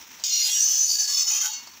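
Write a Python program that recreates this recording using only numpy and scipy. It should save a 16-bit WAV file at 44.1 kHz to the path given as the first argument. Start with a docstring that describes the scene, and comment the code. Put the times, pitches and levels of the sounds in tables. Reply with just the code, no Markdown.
"""Blade on a grindstone

A curved steel blade is drawn once across a pedal-driven grindstone in a narrow lane. Grit tears at
the edge and sets the blade ringing; as the contact slides along it, one mode after another squeals.
The blade rings on as it is lifted, and the wheel's frame keeps running with a few light knocks."""
import sys
import numpy as np
from scipy import signal
from scipy.fft import rfft, irfft
from scipy.io import wavfile
from scipy.ndimage import uniform_filter1d

SR = 44100
rng = np.random.default_rng(int(sys.argv[2]) if len(sys.argv) > 2 else 0)


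def dump_mix(stems):
    """Bounce the given channels to the path in sys.argv[1] as a 16-bit WAV at rate SR."""
    frames = np.atleast_2d(stems).T  # one column per channel
    limited = np.clip(frames, -1, 1)  # hard clip at full scale
    pcm = np.round(limited * 32767).astype(np.int16)
    wavfile.write(sys.argv[1], SR, pcm)


N = 79380
T = np.arange(N) / SR


def from_db(db):
    """Decibels to gain."""
    return 10 ** (np.asarray(db) / 20)


def unit_rms(x):
    """Scale to unit power."""
    return x / np.sqrt(np.mean(x ** 2) + 1e-20)


def automation(rows):
    """One curve per value column, interpolated between breakpoints in time."""
    times, *columns = np.transpose(rows)
    return [np.interp(T, times, column) for column in columns]


def drift(rate_hz):
    """A smooth random modulator at unit power."""
    pole = np.exp(-2 * np.pi * rate_hz * 10 / SR)
    slow = signal.lfilter([1], [1, -2 * pole, pole * pole], rng.standard_normal(N // 2))[-N // 10:]
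    return unit_rms(np.interp(T, np.arange(len(slow)) * 10 / SR, slow))


def equalise(x, curve):
    """Shape a sound with an EQ curve, then scale it to unit power."""
    hz, db = np.transpose(curve)
    bins = np.maximum(np.arange(N // 2 + 1) * SR / N, 1)
    return unit_rms(irfft(rfft(x) * from_db(np.interp(np.log(bins), np.log(hz), db)), N))


def band(x, low_hz, high_hz):
    """Brick-wall band-pass."""
    bins = np.arange(N // 2 + 1) * SR / N
    return irfft(rfft(x) * ((bins >= low_hz) & (bins < high_hz)), N)


def decay(start_s, t60_s):
    """Full level until start_s, then 60 dB down every t60_s."""
    return np.exp(-np.log(1000) * np.maximum(T - start_s, 0) / t60_s)


# Tone of the wheel, frame and lane: freq_hz, gain_db
WHEEL_EQ = [(20, -41), (86, -5.5), (136, -13.5), (247, -4.5), (524, -14.5), (785, -11.5), (923, -0.5),
            (1080, -7), (1500, -7), (2310, -4), (3950, -7), (4770, -12), (5760, 2.5), (9350, -24.5),
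            (13300, -26), (14400, -6.5), (15600, -8.5)]
# Fader ride on that bed: time_s, level_db
WHEEL_LEVEL = [(0, -44), (.2, -44.3), (.55, -48), (1.2, -48), (1.38, -42), (1.52, -43), (1.62, -46),
               (1.8, -47)]

def running_wheel():
    """The turning wheel and its frame rustle and rattle over the noise of the lane."""
    rattle = rng.standard_normal(N) * from_db(1.6 * drift(rate_hz=70))
    return equalise(rattle, WHEEL_EQ) * from_db(automation(WHEEL_LEVEL)[0])


# Knock cues: start_s, level_db, t60_s
KNOCKS = [(0.197, -42, 0.12), (1.671, -37, 0.06), (1.735, -45, 0.05)]
# Tone of a knock: freq_hz, gain_db
KNOCK_EQ = [(20, -64), (950, 9), (2500, -9), (4800, 9.5), (7500, 0), (12000, -40)]

def frame_knocks(attack_s=.002):
    """The frame gives short, soft-edged clacks."""
    envelope = sum(from_db(db) * np.clip((T - start) / attack_s, 0, 1) * decay(start, t60)
                   for start, db, t60 in KNOCKS)
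    return envelope * equalise(rng.standard_normal(N), KNOCK_EQ)


def grit(grains_per_s=7000, spread_db=2, chatter_db=.8):
    """Grains of the stone strike the edge at random, in chattering clumps."""
    sizes = from_db(spread_db * np.minimum(rng.exponential(1, N), 5)) * rng.choice([-1, 1], N)
    strikes = rng.random(N) < grains_per_s / SR
    return unit_rms(sizes * strikes * from_db(chatter_db * drift(rate_hz=160)))


# Force of the blade on the stone: time_s, relative_db
PRESSURE = [(.235, -75), (.239, -25), (.244, -22.5), (.312, -24), (.336, -22), (.49, -24), (.6, -22),
            (.83, -22.5), (.885, -25.5), (.9, -22.5), (.955, -23), (.978, -27), (.995, -22), (1.055, -24),
            (1.07, -29), (1.082, -22), (1.14, -23), (1.164, -26), (1.174, -22), (1.222, -23), (1.235, -27),
            (1.266, -28), (1.278, -22.5), (1.37, -23), (1.4, -28), (1.411, -23), (1.435, -26), (1.46, -23),
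            (1.49, -30), (1.55, -38), (1.58, -56), (1.8, -75)]

def stroke_force(reference_db=-18):
    """The harder the blade is pressed, the louder it grinds; gain is 1 at the reference."""
    return from_db(automation(PRESSURE)[0] - reference_db)


# Squeal cues: pitch_hz, start_s, end_s, boost_db
SQUEALS = [ (3503, 0.25, 0.44, 18), (3745, 0.215, 0.48, 7.5), (4972, .24, 0.473, 18),
           (2802, 0.284, 0.626, 10.5), (3917, .31, .52, 16.5), (4296, 0.296, 0.507, 17.5),
           (5719, 0.326, 0.418, 10.5), (4890, 0.424, 0.495, 14), (9835, .43, 0.486, 13),
           (7605, 0.46, 0.64, 8.5), (3338, 0.49, .54, 22), (5719, 0.507, 0.633, 10),
           (2978, .54, 0.585, 13.5), (8572, 0.59, 0.657, 16.5), (6127, 0.598, 0.9, 16),
           (2978, 0.674, 0.78, 6), (3338, 0.706, 0.8, 11), (5282, 0.657, 0.8, 5.5),
           (6127, 0.784, 0.853, 6.5), (4670, 0.886, .975, 17), (4592, .90, 1, 11.5),
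           (6950, 0.932, 1.004, 11), (4436, 0.865, 1.26, 8), (1722, 0.952, 1.136, 18.5),
           (4898, 0.87, 0.95, 12), (6135, 0.992, 1.033, 19.5), (4670, 0.983, 1.07, 13.5),
           (10265, 0.824, 1.2, 14.5), (1140, 1.08, 1.475, 13), (7605, 1.1, 1.25, 4),
           (5282, 1.127, 1.294, 11), (5386, 1, 1.23, 21.5), (6128, 1.178, 1.235, 16),
           (6046, 1.27, 1.44, 10), (6788, 1.27, 1.7, 6), (3020, 1.27, 1.32, 13), (2514, 1.3, 1.39, 13),
           (1493, 1.428, 1.5, 22.5)]

def squeal_db(mode_hz, edge_s=.004, reach_hz=61.4):
    """The sliding contact catches modes near a squeal's pitch, boosts them and lets them go."""
    boost = np.zeros(N)
    for hz, start, end, db in SQUEALS:
        if abs(mode_hz - hz) < 2 * reach_hz:
            nearness = np.exp(-((mode_hz - hz) / reach_hz) ** 2)
            caught = (np.tanh((T - start) / edge_s) - np.tanh((T - end) / edge_s)) / 2
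            boost += db * nearness * caught
    return boost


# The blade's modes, with relative levels: pitch_hz, contact_width_hz, grinding_db, lifted_db
BLADE_MODES = [ (1145, 62, -63.5, -66), (1495, 12.4, -64.5, -66), (1702, 63, -67, -83),
               (2190, 25, -59, -54.5), (2520, 59, -53.5, -73), (2805, 10, -54, -48), (2977, 11.5, -49, -56),
               (3320, 11, -53.5, -57), (3474, 17, -60, -73), (3763, 120, -49, -61), (3917, 19, -54.5, -65),
               (4296, 9.3, -47, -59), (4444, 21, -39, -36.5), (4550, 60, -49.5, -66), (4670, 130, -45, -63),
               (4922, 18, -44, -49), (5022, 20, -46, -65), (5302, 33, -36, -46), (5420, 36, -47.5, -65),
               (5514, 160, -46, -61), (5727, 9.1, -35.5, -56), (6067, 27, -36.5, -35),
               (6106, 9.2, -38.5, -49), (6262, 68, -41, -61), (6477, 56, -35, -61), (6560, 77, -36.5, -67),
               (6786, 36, -33.5, -47), (6890, 78, -39.5, -55), (7040, 19, -41.5, -66), (7605, 58, -43, -49),
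               (8572, 18, -59, -62), (9835, 47, -60, -78), (10265, 120, -63, -82), (14500, 62, -48.5, -72),
               (15314, 260, -42, -60)]

def blade_grinding(grains, wander=.001, flicker_db=1.5, judder_hz=90):
    """Grit drives every mode; each wavers as the grip shifts, and a few judder as the edge bounces."""
    out = np.zeros(N)
    skirt = signal.butter(2, 160, fs=SR, output="sos")
    bounce = np.sin(2 * np.pi * np.cumsum(judder_hz * (1 + drift(rate_hz=13.4) / 10)) / SR)
    for hz, width_hz, db, _ in BLADE_MODES:
        carrier = np.exp(2j * np.pi * np.cumsum(hz * (1 + wander * drift(rate_hz=46))) / SR)
        # Shift the mode to 0 Hz, resonate, trim its skirts, even out its level and shift it back.
        ring = signal.lfilter([1], [1, -np.exp(-np.pi * width_hz / SR)], grains / carrier)
        ring = signal.sosfilt(skirt, ring)
        ring /= np.sqrt(uniform_filter1d(abs(ring) ** 2, size=SR // 45) + 1e-9)
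        tone = unit_rms((ring * carrier).real)
        judder_db = 7 * np.exp(-((hz - 4640) / 170) ** 2) * bounce  # only modes near 4640 Hz
        out += tone * from_db(db + squeal_db(hz) + judder_db + flicker_db * drift(rate_hz=9))
    return out


TOP_HZ = 15700

def weak_modes(scrape, spacing_hz=210, width_hz=32, swing_db=5):
    """The blade's many faint overtones, unevenly spaced; each comes and goes as the contact slides."""
    out = np.zeros(N)
    pole = np.exp(-np.pi * width_hz / SR)
    for k, slot_hz in enumerate(np.arange(BLADE_MODES[0][0] - spacing_hz, TOP_HZ, spacing_hz)):
        hz = slot_hz + spacing_hz * rng.uniform(-.52, .5)
        ring = signal.lfilter([1, 0, -1], [1, -2 * pole * np.cos(2 * np.pi * hz / SR), pole ** 2], scrape)
        out += (-1) ** k * ring * from_db(swing_db * np.clip(drift(rate_hz=3), -2, 2))
    return unit_rms(out) * np.std(scrape)


# Base tone of the rasp between the strong modes: freq_hz, gain_db
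RASP_EQ = [(100, -60), (680, -22.5), (850, -9.5), (1150, -19), (2000, -14), (2500, -4.5), (3500, -2),
           (4100, -7), (4600, -14.5), (5600, 1), (6200, 2.5), (6900, 4), (7400, -22.5), (8200, -9),
           (10000, -13), (13700, -12.5), (14300, -2.5), (15400, -23), (16000, -42)]
# Boundaries of the rasp's four bands: edge_hz
RASP_BAND_EDGES = [20, 2000, 4200, 8000, 22000]
# The rasp changes colour along the blade: time_s, low_db, mid_db, high_db, air_db
RASP_BAND_GAINS = [(.24, 1.5, 3.5, 12, -3), (.36, -4.5, -1, 6, -3.5), (.48, 6, 10, 2, 11),
                   (.64, -0.5, -7.5, 8, -0.5), (0.838, 4, -22, 11.5, -1), (.92, -5, -4, 9.5, 8),
                   (1.02, 3.5, -9, 7, -2), (1.12, 1, 1, 7.5, 3), (1.22, 5.5, 7, 12, -2),
                   (1.321, 10, 3, -2, 1), (1.46, 10, 8, 11.5, 5), (1.56, 16.5, 5, -1, -10)]

def rasp(grains, force, direct_db=-9):
    """The broad scrape of the grit, partly direct and mostly through the blade's weak modes."""
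    raw = equalise(grains, RASP_EQ)
    bands = zip(RASP_BAND_EDGES, RASP_BAND_EDGES[1:], automation(RASP_BAND_GAINS))
    scrape = force * sum(band(raw, low, high) * from_db(db) for low, high, db in bands)
    direct = from_db(direct_db)
    return (direct * scrape + weak_modes(scrape)) / np.hypot(1, direct)


# Tone of the treadle's thud: freq_hz, gain_db
TREADLE_EQ = [(20, -27), (80, -16), (140, 1), (200, -22), (330, -4), (700, -33), (3000, -50)]

def treadle(start_s=1.38, level_db=-53):
    """The wooden treadle gives one dull thud."""
    envelope = from_db(level_db) * (T >= start_s) * decay(start_s, t60_s=.2)
    return envelope * equalise(rng.standard_normal(N), TREADLE_EQ)


def blade_lifted(lift_s=1.545, rise_s=.06, t60_cycles=950):
    """Freed of the stone, the modes bloom into clean tones and die away, the high ones first."""
    bloom = np.exp(-(np.minimum(T - lift_s, 0) / rise_s) ** 2)
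    tones = sum(from_db(db) * decay(lift_s, t60_cycles / hz) * np.sin(2 * np.pi * (hz * T + rng.random()))
                for hz, _, _, db in BLADE_MODES)
    return np.sqrt(2) * bloom * tones


def blade_jolt(start_s=1.665, pitch_hz=4436, level_db=-50):
    """A jolt leaves one mode of the lifted blade ringing faintly."""
    envelope = from_db(level_db) * (T >= start_s) * decay(start_s, t60_s=.45)
    return envelope * np.sqrt(2) * np.sin(2 * np.pi * pitch_hz * (T - start_s))


def lane_reverb(x, t60_s=.25):
    """Dense echoes between the lane's walls, at about the power of the input."""
    response = rng.standard_normal(N) * decay(0, t60_s)
    return signal.fftconvolve(x, unit_rms(response))[:N] / np.sqrt(N)


def scene():
    """Mono mix: blade and knocks feed the lane's reverb; wheel and treadle stay dry."""
    grains, force = grit(), stroke_force()
    grinding = from_db(14.7) * force * blade_grinding(grains) + from_db(-21) * rasp(grains, force)
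    ring_out = from_db(6) * blade_lifted() + blade_jolt()
    near = grinding + ring_out + frame_knocks()
    return (near + from_db(-15) * lane_reverb(near) + running_wheel() + treadle())[None]


def record(dry, threshold_db=-30, max_cut_db=10.5, response_s=.012):
    """Gain control turns loud passages down, then a steep low-pass cuts the top."""
    pole = np.exp(-1 / (response_s * SR))
    level_db = 10 * np.log10(signal.lfilter([1 - pole], [1, -pole], dry ** 2) + 1e-12)
    cut_db = np.clip(level_db - threshold_db, 0, max_cut_db)
    low_pass = signal.ellip(12, .1, 80, TOP_HZ, fs=SR, output="sos")
    return signal.sosfilt(low_pass, dry * from_db(-cut_db))


dry = scene()
out = record(dry)
dump_mix(out)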